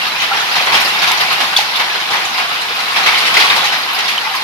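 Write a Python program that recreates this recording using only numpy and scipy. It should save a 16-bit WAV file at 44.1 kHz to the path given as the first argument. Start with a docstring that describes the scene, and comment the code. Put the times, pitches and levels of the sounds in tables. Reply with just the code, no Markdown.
"""Hailstorm on village roofs

Heard from under an eave: rain on tin and tile roofs is a bright wash of noise that follows the downpour.
Big hailstones crash on roof sheets, which shiver briefly; smaller ones rattle in between, as louder noise.
Ice pellets tick and clink close by as short ringing clicks, and some stones ring out with a pitch or shatter.
Midway the listener turns to a metal awning, and a narrow range of the roof noise grows louder."""
import sys
import numpy as np
from scipy import signal
from scipy.fft import rfft, irfft, next_fast_len
from scipy.io import wavfile

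SR = 44100
rng = np.random.default_rng(int(sys.argv[2]) if len(sys.argv) > 2 else 0)


def int16_out(signal):
    """Quantize to a 16-bit WAV file."""
    q = np.round(np.clip(np.atleast_2d(signal).T, -1, 1) * 32767)
    wavfile.write(sys.argv[1], SR, q.astype(np.int16))


N = 195482
TIME = np.arange(N) / SR

# colour of the struck roofs: pitch_hz, relative level_db (power per Hz)
ROOF_COLOUR = [(25, -37), (60, -23.2), (120, -17), (165, -11.5), (290, -13), (350, -10.5), (600, -8.5),
               (760, 0), (1750, -0.32), (2150, 1.8), (4150, -1.15), (5200, -6), (8100, -22), (10500, -16.5),
               (15000, -22.5)]
BOOM_HZ, CLANG_HZ, CRACK_HZ = 1010, 2020, 3430   # low, middle and high part of a crash
PORT_DELAY_S = 0.00039   # longest delay between the two microphone ports


def from_db(db):
    """Turn decibels into a gain."""
    return 10 ** (np.asarray(db) / 20)


def rms_one(x):
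    """Scale a sound to an rms of 1."""
    return x / np.sqrt(np.mean(x ** 2) + 1e-20)


def at_hz(points, hz):
    """Read a table at any pitch, with straight lines between points on a log pitch axis."""
    points = np.array(points)
    return np.interp(np.log(np.maximum(hz, 1)), np.log(points[:, 0]), points[:, 1])


def roofs(downpour, rain_db, small_db, small_per_s, small_t60, small_rise_s, size_db,
          boom_db, clang_db, crack_db, mix_db, patchy_db, bass_db, top_db):
    """Rain keeps the sheets hissing, small hail rattles them at random, big stones shake their modes."""
    # biggest stones: start_s, then clang, boom and crack level_db before the trims and contrast below
    strikes = [(0.217, -4, -19, -15), (0.33, -7, -16.5, -22), (0.555, -6, -16, -14.5),
               (0.668, -2, -13.5, -30), (0.719, -5, -13, -16), (0.74, 0.5, -16, -11.5),
               (1.019, -3, -16.5, -14.5), (1.071, -7, -17.5, -13.5), (1.203, -7, -19, -15.5),
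               (1.313, -8, -19, -18), (1.402, -6, -14.5, -14), (1.565, -5.5, -24, -10),
               (1.755, -8, -30, -16), (1.792, -5, -14.5, -16.5), (2.102, -14, -15, -16.5),
               (2.133, -2.5, -15, -21), (2.378, -4, -17, -16.5), (2.959, -2.5, -13.5, -14),
               (3.06, 0, -12.5, -11.5), (3.118, -1, -30, -20), (3.204, -8, -19.5, -17),
               (3.252, -5, -36, -16), (3.341, -2, -17, -12.5), (3.367, -3, -12.5, -11.5),
               (3.397, -3, -20, -11), (3.499, 2, -14.5, -16), (3.561, -14, -15, -14),
               (3.649, -6.5, -33, -15), (3.722, -2, -18, -15.5), (3.985, -6, -22, -17),
               (4.078, -7, -22.5, -14)]
    strike_contrast = 1.214   # the sheet's level in dB grows this much faster than that of the blow
    sheet_t60_s, sheet_t60_slope = 0.36, 0.21   # t60 at the clang pitch, shorter as this power of pitch
    sheet_rise_s = 0.0046
    turn_start_s, turn_end_s = 1.7, 2.8
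    awning_hz, awning_width_oct, awning_db = 1095, 0.11, 3.0   # resonance of the awning

    starts, clangs, booms, cracks = np.transpose(strikes)
    big_at = np.clip(starts * SR, 0, N - 1).astype(int)
    colours = np.transpose([booms + boom_db, clangs + clang_db, cracks + crack_db])
    chance = rng.random((int(small_per_s * N / SR), 2))
    small_at = (chance[:, 0] * N).astype(int)
    small_sizes = from_db(size_db * chance[:, 1])
    facing = np.interp(TIME, [turn_start_s, turn_end_s], [0, 1])

    out = 0
    for hz, band in roof_bands():
        off_centre = np.log2(hz / awning_hz) / awning_width_oct
        awning = from_db(awning_db * np.exp(-off_centre ** 2))
        band = band * (1 + facing * (awning - 1))

        # how much each part of the crash counts in this band
        boom = at_hz([(BOOM_HZ, 1), (CLANG_HZ, 0)], hz)
        crack = at_hz([(CLANG_HZ, 0), (CRACK_HZ, 1)], hz)
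        shares = [boom, 1 - boom - crack, crack]

        # each blow's strength varies from band to band; squaring turns it into power
        own_db = mix_db * rng.standard_normal(len(starts))
        big = from_db(strike_contrast * colours @ shares + own_db) ** 2
        patches_db = 2 * patchy_db * rng.uniform(-3.65, 1, N)[small_at]
        small = (small_sizes * from_db(patches_db)) ** 2

        sheet_t60 = sheet_t60_s * (CLANG_HZ / max(hz, BOOM_HZ)) ** sheet_t60_slope
        crash = shiver(np.bincount(big_at, big, N), sheet_t60, sheet_rise_s)
        rattle = shiver(np.bincount(small_at, small, N), small_t60, small_rise_s)
        hail = crash + (downpour * from_db(small_db)) ** 2 * rattle / rattle.mean()

        # blows stand out most in the middle range; the ends are mostly rain
        ends_db = at_hz([(250, bass_db), (700, 0), (5500, 0), (10000, top_db)], hz)
        rain = (downpour * from_db(rain_db)) ** 2
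        out = out + band * np.sqrt(hail * from_db(ends_db) ** 2 + rain)
    return out


def shiver(blows, t60, rise_s):
    """Power of a sheet: each blow spreads over it within milliseconds, then dies away."""
    keep = 10 ** (-6 / (t60 * SR))   # power falls by 60 dB in t60 seconds
    lag = np.exp(-1 / (rise_s * SR))
    return signal.lfilter([1 - lag], [1, -keep - lag, keep * lag], blows + 1e-18)


def roof_bands(count=28):
    """The countless modes of the roofs as stereo noise of rms 1, split into (Hz, band) pairs."""
    # part of the sound that both microphone ports share: pitch_hz, share (0-1)
    shared = [(30, 0.1), (80, 0.64), (200, 0.86), (400, 0.96), (1200, 0.83), (3000, 0), (7000, 0)]
    # left minus right: pitch_hz, level_db
    balance = [(60, 3), (200, 1), (400, .2), (750, .7), (1200, -0.5), (4500, 0), (7000, 2.5), (14000, 1)]
    roof_lag_s, roof_share = 0.00016, 0.56   # a roof on the left reaches the right port later

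    size = next_fast_len(N)
    hz = np.arange(size // 2 + 1) * SR / size
    left, other = rfft(rng.standard_normal((2, size)))

    # blend sound from all round with sound from the roof on the left
    around = np.sinc(2 * hz * PORT_DELAY_S)
    aside = np.exp(-2j * np.pi * hz * roof_lag_s)
    alike = np.clip(at_hz(shared, hz), 0, 1) * (around + roof_share * (aside - around))
    right = alike * left + np.sqrt(np.maximum(1 - abs(alike) ** 2, 0)) * other

    tilt_db = at_hz(balance, hz) * [[0.5], [-0.5]]
    field = np.array([left, right]) * from_db(at_hz(ROOF_COLOUR, hz) + tilt_db)
    field = (field / irfft(field, size).std()).astype(np.complex64)

    # overlapping triangular bands that add up to the whole noise
    centres = np.r_[100, 250, 450, np.geomspace(700, 6000, count - 5), 8000, 12000]
    for k, centre in enumerate(centres):
        weight = np.interp(hz, centres, np.eye(count)[k]).astype(np.float32)
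        yield centre, irfft(field * weight, size)[:, :N]


def pings(width_hz, spread, rise_s, count=9):
    """A stone on a tile, gutter or sheet edge rings close modes, a little differently at each port."""
    # stones that ring out: start_s, pitch_hz, level_db
    ringing_stones = [(.312, 799, -11.5), (.318, 1370, -8.5), (.728, 990, -15), (.751, 3210, -3.5),
                      (1.043, 2340, -6), (1.112, 1004, -13), (1.5645, 3480, 4), (1.573, 4620, -1),
                      (1.589, 846, -10), (3.088, 2260, -4), (3.369, 2094, 1), (3.423, 2090, -3.5),
                      (3.445, 1100, -8.5), (3.5, 3650, -1), (4.179, 3080, -4), (4.266, 893, -14)]
    t60_s, t60_slope = 0.062, 1   # ring time at the clang pitch, shorter as this power of pitch

    out, t = np.zeros((2, N)), TIME[:SR // 4]
    place = np.linspace(-1, 1, count)
    strengths = np.exp(-2 * abs(place))[:, None]   # modes far from the centre ring less
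    for start_s, hz, level_db in ringing_stones:
        t60 = t60_s * (CLANG_HZ / hz) ** t60_slope
        jitter = rng.uniform(-0.84, 1, count) / count
        modes = hz + (width_hz + spread * hz) * (place + jitter)

        # the modes start roughly in step, so the attack is sharp, then beat against each other
        phases = rng.normal(0, 1.1, count) + rng.normal(0, 0.6, (2, count))
        waves = np.sin(2 * np.pi * modes[:, None] * t + phases[..., None])
        tone = (strengths * waves).sum(axis=1)
        envelope = from_db(-60 * t / t60) * (1 - np.exp(-t / rise_s))

        # as strong as one sine with the same envelope
        sound = rms_one(tone * envelope) * np.sqrt(np.mean(envelope ** 2) / 2)
        start = int(start_s * SR)
        out[:, start:start + len(t)] += from_db(level_db) * sound[:, :N - start]
    return out


def snaps(t60, low_hz, high_hz):
    """Ice shatters on hard surfaces close by in a bright noise burst that dies within milliseconds."""
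    # stones that shatter: start_s, peak level_db
    shattering_stones = [(1.0445, -8), (1.1171, -1), (1.5648, -9), (3.3424, -3), (3.99, -6.5),
                         (4.179, -5.5)]
    out, t = np.zeros((2, N)), TIME[:SR // 100]
    brightness = signal.butter(1, [low_hz, high_hz], "band", fs=SR, output="sos")
    for start_s, peak_db in shattering_stones:
        noise = rng.standard_normal((2, len(t))) * from_db(-60 * t / t60)
        burst = signal.sosfilt(brightness, noise)
        start = int(start_s * SR)
        out[:, start:start + len(t)] += from_db(peak_db) * burst[:, :N - start] / abs(burst).max()
    return out


def pellets(per_s, size_db, t60, snap_db, count):
    """Ice pellets land close by: a snap and a short ring, each spot with its own pitch and direction."""
    sizes = from_db(size_db * np.minimum(rng.exponential(1, N), 2.5)) * rng.choice([-1, 1], N)
    clicks = sizes * (rng.random(N) < per_s / SR)
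    spot, out = rng.integers(0, count, N), np.zeros((2, N))
    pitches = np.geomspace(720, 5500, count) * rng.uniform(0.94, 1.02, count)
    for k, hz in enumerate(pitches):
        here = clicks * (spot == k)
        # high-pitched spots start louder and die sooner
        tone = ring(here, hz, t60 * np.sqrt(CLANG_HZ / hz)) * (hz / CLANG_HZ) ** 0.48
        tick = tone + from_db(snap_db) * here
        # a spot on the right (above 0) is louder and earlier in the right channel
        side = rng.uniform(-0.98, 1)
        out[0] += tick * from_db(-2 * side)
        out[1] += np.roll(tick, -round(side * PORT_DELAY_S * SR)) * from_db(2 * side)
    return rms_one(roof_colour(out))


def ring(clicks, hz, t60):
    """A unit click sets a sine of height 1 ringing, which falls by 60 dB in t60 seconds."""
    r = from_db(-60 / (t60 * SR))
    w = 2 * np.pi * hz / SR
    return signal.lfilter([0, np.sin(w)], [1, -2 * r * np.cos(w), r * r], clicks + 1e-18)


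def roof_colour(sound):
    """Give a sound the broad colour that the roofs have."""
    size = next_fast_len(N)
    colour = from_db(at_hz(ROOF_COLOUR, np.arange(size // 2 + 1) * SR / size))
    return irfft(rfft(sound, size) * colour, size)[:, :N]


def scene():
    """Roofs all round; nearer, pellets tick on walls and clink on tiles, and stones ring or shatter."""
    # strength of the downpour: start_s, level_db
    downpour_levels = [(0.0, -17.5), (0.27, -19), (0.39, -16.5), (0.89, -15.5), (1.28, -15.5),
                       (1.66, -18.5), (2.75, -19), (2.95, -16.5), (3.18, -15.5), (3.49, -13.5), (3.77, -19),
                       (4.43, -19.5)]
    downpour = from_db(np.interp(TIME, *np.transpose(downpour_levels)))
    sheets = roofs(downpour, rain_db=-1.5, small_db=-3.0, small_per_s=100, small_t60=0.16,
                   small_rise_s=0.0026, size_db=11.0, boom_db=7.0, clang_db=-4.5, crack_db=5.5,
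                   mix_db=1.5, patchy_db=9.0, bass_db=-4.5, top_db=-2.5)
    ticks = from_db(-7.0) * pellets(per_s=800, size_db=3.0, t60=0.0051, snap_db=3.5, count=24)
    clinks = from_db(-6.5) * pellets(per_s=260, size_db=4.5, t60=0.1, snap_db=-15, count=64)
    ringing = pings(width_hz=13.4, spread=0.078, rise_s=0.0007)
    shattering = snaps(t60=0.007, low_hz=2500, high_hz=5550)
    return sheets + downpour * (ticks + clinks) + ringing + shattering


def record(dry):
    """The loudest crashes overload the recorder, which flattens their peaks; the top is cut."""
    clipped = np.clip(dry, -0.97, 0.97)
    top_cut = signal.ellip(10, 0.1, 70, 15250, fs=SR, output="sos")   # low-pass at 15250 Hz
    return signal.sosfilt(top_cut, clipped)


dry = scene()
out = record(dry)
int16_out(out)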